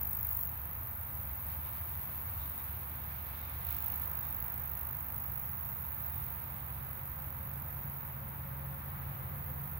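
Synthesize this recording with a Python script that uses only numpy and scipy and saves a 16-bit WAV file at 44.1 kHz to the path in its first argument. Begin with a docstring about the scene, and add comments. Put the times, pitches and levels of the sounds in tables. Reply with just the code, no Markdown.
"""A high, rasping buzz in tall grass: near bush-crickets take turns over a chorus of far ones.
They sing by stridulation: about fifty times a second the closing wings drag a file of teeth over
a scraper, and the impacts excite a wing resonance. A breeze rustles the grass, a distant road
rumbles, and the drone of an engine grows as it draws near."""
import sys
import numpy as np
from scipy import signal
from scipy.fft import rfft, irfft, next_fast_len
from scipy.io import wavfile

SR = 44100
rng = np.random.default_rng(int(sys.argv[2]) if len(sys.argv) > 2 else 0)


def inscribe(sig):
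    """Save sig as 16-bit PCM at rate SR to the path in sys.argv[1].

    A 1-D sig is mono; a 2-D sig holds one channel per row.
    Samples are clipped to [-1, 1] before scaling.
    """
    pcm = np.round(np.clip(np.atleast_2d(sig).T, -1, 1) * 32767)
    wavfile.write(sys.argv[1], SR, pcm.astype(np.int16))


N = 431738
TIME_S = np.arange(N) / SR
EARS = np.array([[1], [-1]])   # left, right
MIC_LAG_S = .00048   # travel time of sound between the microphones


def near_crickets():
    """Stridulation: long wing strokes make a rasp, short ones a train of ticks."""
    # Each row: start and end in seconds, level, settling drop and left-over-right balance in dB,
    # strokes per second at start, middle and end, time of one stroke in seconds, haze level in dB,
    # wing resonance in Hz and its height in dB.
    rasps = [(0, .44, -33.2, 0, 3, 51.12, 50.93, 50.6, .2313, -2, 15800, 1.5),
             (2.65, 3.6, -46.5, 0, -5, 48.3, 48.3, 48.3, 3.0, 0, 13050, 9),
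             (3.66, 6.33, -35.4, 5.5, -7, 51.5, 51.59, 50.34, 4.9893, -2.3, 14800, 1.5),
             (9.42, 9.9, -46, 0, -7, 52.8, 51.0, 51.4, 9.619, 1, 14700, 3)]
    # Each row: as for the rasps, but the last column is the stroke width in seconds.
    ticks = [(.4, 1.38, -46.3, 0, 3, 52.46, 49.74, 50.66, .893, 0, 14500, .00035),
             (.45, 2.6, -50, 1, -5, 53.6, 53, 51.5, 1.2, 2, 14300, .0005),
             (1.41, 2.65, -45.8, 0, 3.5, 49.07, 49.47, 50.24, 2.0356, 0, 14700, .0003),
             (4.2, 8.05, -46.6, 1, -7, 51.6, 49.96, 46.42, 6.1395, -1, 14450, .0005),
             (7.7, 9.38, -52, 1, 3, 52.5, 51.73, 50.33, 8.5522, 2, 14600, .0005)]
    buzz = 0
    for voice, songs in ((rasping_wing, rasps), (ticking_wing, ticks)):
        for start_s, end_s, level_db, drop_db, pan_db, *rates, stroke_at_s, haze_db, hz, timbre in songs:
            gain, per_s = song(start_s, end_s, level_db, drop_db, rates)
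            buzz = buzz + gain * voice(per_s, stroke_at_s, pan_db, haze_db, hz, timbre)
    return buzz


def rasping_wing(per_s, stroke_at_s, pan_db, haze_db, wing_hz, peak_db):
    """Impulse excitation: each tooth that slips over the scraper clicks the resonant wing."""
    # Each row: frequency in Hz, spectral density of a near wing in relative dB.
    wing = [(7500, -42), (9000, -34), (10500, -23), (12000, -15.5), (13300, -8), (14500, -2.5),
            (15100, -2.5), (15800, 0)]
    half_width_hz, teeth_per_s = 550, 1700
    spectrum = [(hz, at_hz(wing, hz) + peak_db / (1 + ((hz - wing_hz) / half_width_hz) ** 2))
                for hz in np.linspace(wing[0][0], wing[-1][0], 40)]
    force = wing_force(per_s, stroke_at_s, stroke_s=.0022, opening_db=-14) * from_db(drift(50))
    teeth_passed = np.cumsum(teeth_per_s * from_db(2.2 * drift(1200))) / SR
    slips = np.diff(np.floor(teeth_passed), prepend=0)
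    clicks = slips * force * from_db(rng.standard_normal(N))
    return through_grass(coloured(clicks, spectrum), spectrum, force, pan_db, haze_db, haze_s=.0021)


def ticking_wing(per_s, stroke_at_s, pan_db, haze_db, wing_hz, stroke_s):
    """Forced vibration near resonance: each quick stroke gives one ping of slightly different pitch."""
    force = wing_force(per_s, stroke_at_s, stroke_s, opening_db=-12) * from_db(drift(50))
    ping_hz = wing_hz + 350 * (drift(50) + drift(2500))
    ping = force * np.sin(2 * np.pi * np.cumsum(ping_hz) / SR)
    resonance = [(wing_hz + offset_hz, db)
                 for offset_hz, db in [(-4000, -24), (-1500, -10), (-400, 0), (300, 0), (1200, 0)]]
    return through_grass(ping, resonance, force, pan_db, haze_db, haze_s=.002)


def wing_force(per_s, stroke_at_s, stroke_s, opening_db):
    """Periodic drive: force builds through each stroke and lets go quickly; opening is the weaker."""
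    cycles = np.cumsum(per_s) / SR
    cycles = cycles - np.interp(stroke_at_s, TIME_S, cycles) + .5 + .015 * drift(40)

    def stroke(lag_cycles):
        offset = ((cycles - lag_cycles) % 1 - .5) / per_s / stroke_s
        return np.exp(-.5 * (offset / np.where(offset < 0, 1.35, .65)) ** 2)
    return stroke(0) + from_db(opening_db) * stroke(.6)


def song(start_s, end_s, level_db, drop_db, rates):
    """Amplitude and rate modulation: a song swells, settles by `drop_db`, falters and dies away."""
    attack_s, settle_s, release_s = .05, .76, .064
    falter_per_s, falter_s = 3.5, .08
    age = np.clip(TIME_S, start_s, end_s) - start_s
    edges = np.maximum(start_s - TIME_S, 0) / attack_s + np.maximum(TIME_S - end_s, 0) / release_s
    settled = 1 - np.exp(-(age / settle_s) ** 2)
    gain = from_db(level_db - drop_db * settled) * np.exp(-edges)
    per_s = np.interp(TIME_S, np.linspace(start_s, end_s, len(rates)), rates)
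    falter = falter_per_s * np.exp((start_s + age - end_s) / falter_s)
    return gain, per_s - falter


def through_grass(direct, spectrum, force, pan_db, haze_db, haze_s):
    """Scattering: blades add a short haze to each stroke; the far microphone hears the stroke later."""
    decay = np.exp(-1 / (haze_s * SR))
    scattered_power = signal.lfilter([1 - decay], [1, -decay], force ** 2 + 1e-12)
    haze = coloured(np.sqrt(scattered_power) * rng.standard_normal((2, N)), spectrum)
    lag_samples = int(pan_db * 2)
    direct = rms_one(np.array([direct, np.roll(direct, lag_samples)]))
    return rms_one(direct + from_db(haze_db) * haze) * from_db(EARS * pan_db / 2)


def leaf_echoes(buzz, echo_db=-19, sways_per_s=2.5):
    """Comb filtering: faint echoes from swaying leaves come and go, slowly recolouring the buzz."""
    # Each entry: the delay of one echo in seconds.
    delays_s = [.0005, .0013, .0034]
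    echoes = sum(drift(sways_per_s) * np.roll(buzz, int(s * SR), axis=-1) for s in delays_s)
    return buzz + from_db(echo_db) * echoes


def far_crickets():
    """Incoherent sources: two groups of far singers, left and right, are heard through the grass."""
    # Each row: frequency in Hz, spectral density in relative dB.
    left_wing = [(7000, -35.5), (8500, -28.5), (10000, -19.5), (11300, -12), (12800, -8.5), (14200, -10),
                 (15100, -2.5), (15700, -1)]
    right_wing = [(7000, -43), (8500, -30.5), (10000, -21), (11300, -14.5), (12800, -9), (14200, -4.5),
                  (15100, -1), (15700, -3)]
    # Each row: time in seconds, level in dB, which changes as the microphone turns away.
    left_level = [(0, -47), (.9, -46.5), (1.6, -44), (2.5, -43.5), (3, -46), (3.7, -46.5), (6.2, -47.5),
                  (7.201, -49.5), (8.6, -48), (9.79, -48)]
    right_level = [(0, -45), (.9, -46.5), (1.6, -44.5), (2.5, -45), (3.7, -47), (5, -48.5), (6.3, -46.5),
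                   (7.8, -47), (8.5, -49), (9.79, -47)]
    return chorus(left_wing, left_level, pan_db=4.5) + chorus(right_wing, right_level, pan_db=-8)


def chorus(spectrum, levels, pan_db, singers=4, blur_db=3, grain_db=2.5):
    """Power summation: singers, each at its own pace, blur into a fizzing hiss."""
    level_db, = in_time(levels)
    power = 0
    for _ in range(singers):
        per_s = rng.uniform(47, 53) + .6 * drift(1)
        power = power + wing_force(per_s, rng.random(), stroke_s=.0016, opening_db=-10) ** 2
    grain = from_db(grain_db * np.array([drift(1500) for _ in EARS]))
    hiss = np.sqrt(power + from_db(blur_db)) * grain * rng.standard_normal((2, N))
    return coloured(hiss, spectrum) * from_db(level_db + EARS * pan_db / 2)


def grass():
    """Friction noise: gusts rustle the grass in flurries, single blades brush, and tufts swish."""
    # Each row: time of the peak in seconds, half length in seconds, level in dB.
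    gusts = [(.25, 0.4, -69.5), (1.797, 0.44, -65.5), (2.602, 0.29, -68.5), (3.185, 0.22, -65),
             (3.692, .22, -61), (4.3, 0.36, -73.5), (6.4, 0.53, -71), (7.5, 2.3, -84)]
    tufts = [(.15, .17, -73.5), (3.2, .3, -75), (3.8, .09, -64.5)]
    # Each row: time of the peak in seconds, decay time in seconds, level in dB.
    touches = [(1.635, .025, -70), (1.945, .025, -64), (2.415, .035, -59), (2.515, 0.023, -68),
               (2.595, .025, -62), (3.405, .08, -63), (4.235, .04, -65), (4.325, .025, -72),
               (4.785, .03, -68), (6.13, .07, -68), (6.45, .06, -71), (6.74, .025, -70), (6.925, .025, -73)]
    # Each row: frequency in Hz, spectral density in relative dB.
    rustle_spectrum = [(1200, -19), (2200, 19.5), (3500, 15), (4300, 11.5), (5300, 4.5), (7500, -1),
                       (12000, -37)]
    brush_spectrum = [(1800, -15), (2700, -20), (3700, 11), (4500, -7), (6000, -4), (9000, -26)]
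    swish_spectrum = [(1500, -17), (2500, -18), (4500, -1), (6500, 5), (8000, 1), (10000, 8), (12000, 3)]
    flutter_db, grain_db = 1.6, 1.8
    flurries = rms_one(from_db(flutter_db * drift(28) + grain_db * drift(900)))
    rustle = sum(swell(*gust) for gust in gusts) * wide_left_noise(rustle_spectrum)
    brushes = sum(brush(*touch) for touch in touches) * diffuse_noise(brush_spectrum)
    swish = sum(swell(*tuft) for tuft in tufts) * diffuse_noise(swish_spectrum)
    return flurries * (rustle + brushes + swish)


def brush(peak_s, decay_s, level_db, attack_s=.015):
    """Transient envelope: the gain of a touch between blades rises and decays exponentially."""
    age = TIME_S - peak_s
    return from_db(level_db) * np.exp(-np.maximum(-age / attack_s, age / decay_s))


def road():
    """Broadband traffic noise: nearing and passing vehicles add their power to a steady floor."""
    # Each row: frequency in Hz, spectral density in relative dB.
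    rumble_spectrum = [(20, -47), (32, -22), (48, -5), (65, 0.5), (90, 2.5), (115, -2), (160, -12),
                       (300, -33)]
    growl_spectrum = [(60, -8), (95, 2.5), (125, 2.5), (165, -0.5), (210, -4.5), (280, -19), (400, -20),
                      (800, -49)]
    tyre_spectrum = [(250, -5), (400, -11), (520, -7.5), (680, -4), (930, 1.5), (1250, -.5), (1900, -7),
                     (2500, -13), (3100, -18), (3900, -21.5), (5000, -28.5), (7000, -33.5)]
    # Each row: time of the peak in seconds, half length in seconds, level of tyre roar in dB.
    cars = [(4.2, .74, -55.5), (9.1, .35, -57)]
    rumble = from_db(-50) * diffuse_noise(rumble_spectrum)
    growl = np.hypot(from_db(-56), from_db(-49.5) * approach()) * diffuse_noise(growl_spectrum)
    tyre_power = from_db(-52.5) ** 2 + sum(swell(*car) ** 2 for car in cars)
    return rumble + growl + np.sqrt(tyre_power) * wide_left_noise(tyre_spectrum)


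def engines():
    """Periodic sources: one far engine labours on a low note while a higher one draws near."""
    # Each row: time in seconds, pitch in Hz, level in dB.
    labouring = [(0, 73.07, -49), (2.5, 73.04, -49.3), (4.8, 69.27, -49.7), (6.5, 71.3, -52),
                 (8.7, 73.86, -51.5), (9.79, 76.4, -48.5)]
    low_hz, low_db = in_time(labouring)
    low = from_db(low_db) * drone(low_hz, wavers_per_s=22, wander_hz=2.58, flutter_db=-1.5)
    high = from_db(-46.5) * approach() * drone(137.2, wavers_per_s=12, wander_hz=1, flutter_db=-.2)
    return from_left(low + high)


def approach(closest_s=9.21, passing_s=1.23):
    """Inverse-distance law: gain of an engine that covers its closest distance in `passing_s`."""
    return 1 / np.hypot(1, (TIME_S - closest_s) / passing_s)


def tyre_whine():
    """Tonal rolling noise: tyres sing faintly on the far road, wavering apart at each microphone."""
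    # Each row: peak time and half length in seconds, level in dB, pitch in Hz, glide in Hz per second.
    whines = [(3.4, 1.6, -71, 552, 0), (7.3, .4, -64.5, 545, 0), (8.65, .6, -62.7, 547, 0),
              (9.4, .35, -65, 513, -60)]
    sound = 0
    for peak_s, half_s, level_db, peak_hz, glide in whines:
        hz = peak_hz + glide * (TIME_S - peak_s)
        tones = np.array([drone(hz, wavers_per_s=50, wander_hz=7.03, flutter_db=3.5) for _ in EARS])
        sound = sound + swell(peak_s, half_s, level_db) * tones
    return sound


def drone(hz, wavers_per_s, wander_hz, flutter_db):
    """Atmospheric fluctuation: a far tone wavers in pitch and strength on its way through the air."""
    phase = 2 * np.pi * np.cumsum(hz + wander_hz * drift(wavers_per_s)) / SR
    return rms_one(from_db(flutter_db * drift(wavers_per_s)) * np.sin(phase))


def wide_left_noise(spectrum, direct_db=-5.5):
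    """An extended source on the left: part of its noise comes straight, the rest from all around."""
    diffuse = diffuse_noise(spectrum)
    direct = from_left(coloured(rng.standard_normal(N), spectrum))
    return diffuse + from_db(direct_db) * direct


def diffuse_noise(spectrum):
    """Diffuse-field coherence: the microphones agree in the bass and are unrelated in the treble."""
    mid, side = rng.standard_normal((2, N))
    coherence = lambda hz: .95 * np.sinc(2 * hz * MIC_LAG_S)
    mid = filtered(mid, lambda hz: np.sqrt(1 + coherence(hz)))
    side = filtered(side, lambda hz: np.sqrt(1 - coherence(hz)))
    return coloured(mid + EARS * side, spectrum)


def from_left(x):
    """Arrival-time delay: the sound reaches the left microphone first."""
    return np.array([x, np.roll(x, round(MIC_LAG_S * SR))])


def swell(peak_s, half_s, level_db):
    """Gaussian envelope: a gain that rises and falls in a bell."""
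    return from_db(level_db) * np.exp(-.5 * ((TIME_S - peak_s) / half_s) ** 2)


def drift(per_s):
    """Random modulation: a curve of unit rms that takes a new course `per_s` times a second."""
    knots = rng.standard_normal(50000)
    return rms_one(np.interp(TIME_S * per_s, np.arange(len(knots)), knots))


def coloured(x, spectrum):
    """Spectral shaping to unit rms, falling 24 dB per octave beyond the ends of the table."""
    low_hz, high_hz = spectrum[0][0], spectrum[-1][0]
    skirts = lambda hz: np.minimum(hz / low_hz, 1) ** 4 * np.minimum(high_hz / (hz + 1), 1) ** 4
    return rms_one(filtered(x, lambda hz: from_db(at_hz(spectrum, hz)) * skirts(hz)))


def filtered(x, gain_at):
    """Zero-phase filtering by a gain given as a function of frequency."""
    size = next_fast_len(N)
    hz = np.arange(size // 2 + 1) * SR / size
    return irfft(rfft(x, size) * gain_at(hz), size)[..., :N]


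def at_hz(spectrum, hz):
    """Interpolation of a spectrum on a log-frequency axis."""
    table_hz, db = np.transpose(spectrum)
    return np.interp(np.log(hz + 1), np.log(table_hz), db)


def in_time(rows):
    """Linear interpolation: each column after the time becomes a curve over all samples."""
    times_s, *columns = np.transpose(rows)
    return [np.interp(TIME_S, times_s, column) for column in columns]


def from_db(db):
    """Decibels to amplitude ratio."""
    return 10 ** (np.asarray(db) / 20)


def rms_one(x):
    """Normalisation to unit power."""
    return x / np.sqrt(np.mean(x ** 2) + 1e-20)


def scene():
    """Superposition in stereo; the right microphone picks up a little more of the background."""
    background = (road() + grass() + engines() + tyre_whine()) * from_db(-.45 * EARS)
    far_singers = far_crickets()
    return leaf_echoes(near_crickets()) + far_singers + background


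def record(dry, cutoff_hz=15780, transition_hz=120):
    """Band limiting: a steep low-pass cuts the highest treble."""
    return filtered(dry, lambda hz: np.clip((cutoff_hz - hz) / transition_hz + .5, 0, 1))


dry = scene()
out = record(dry)
inscribe(out)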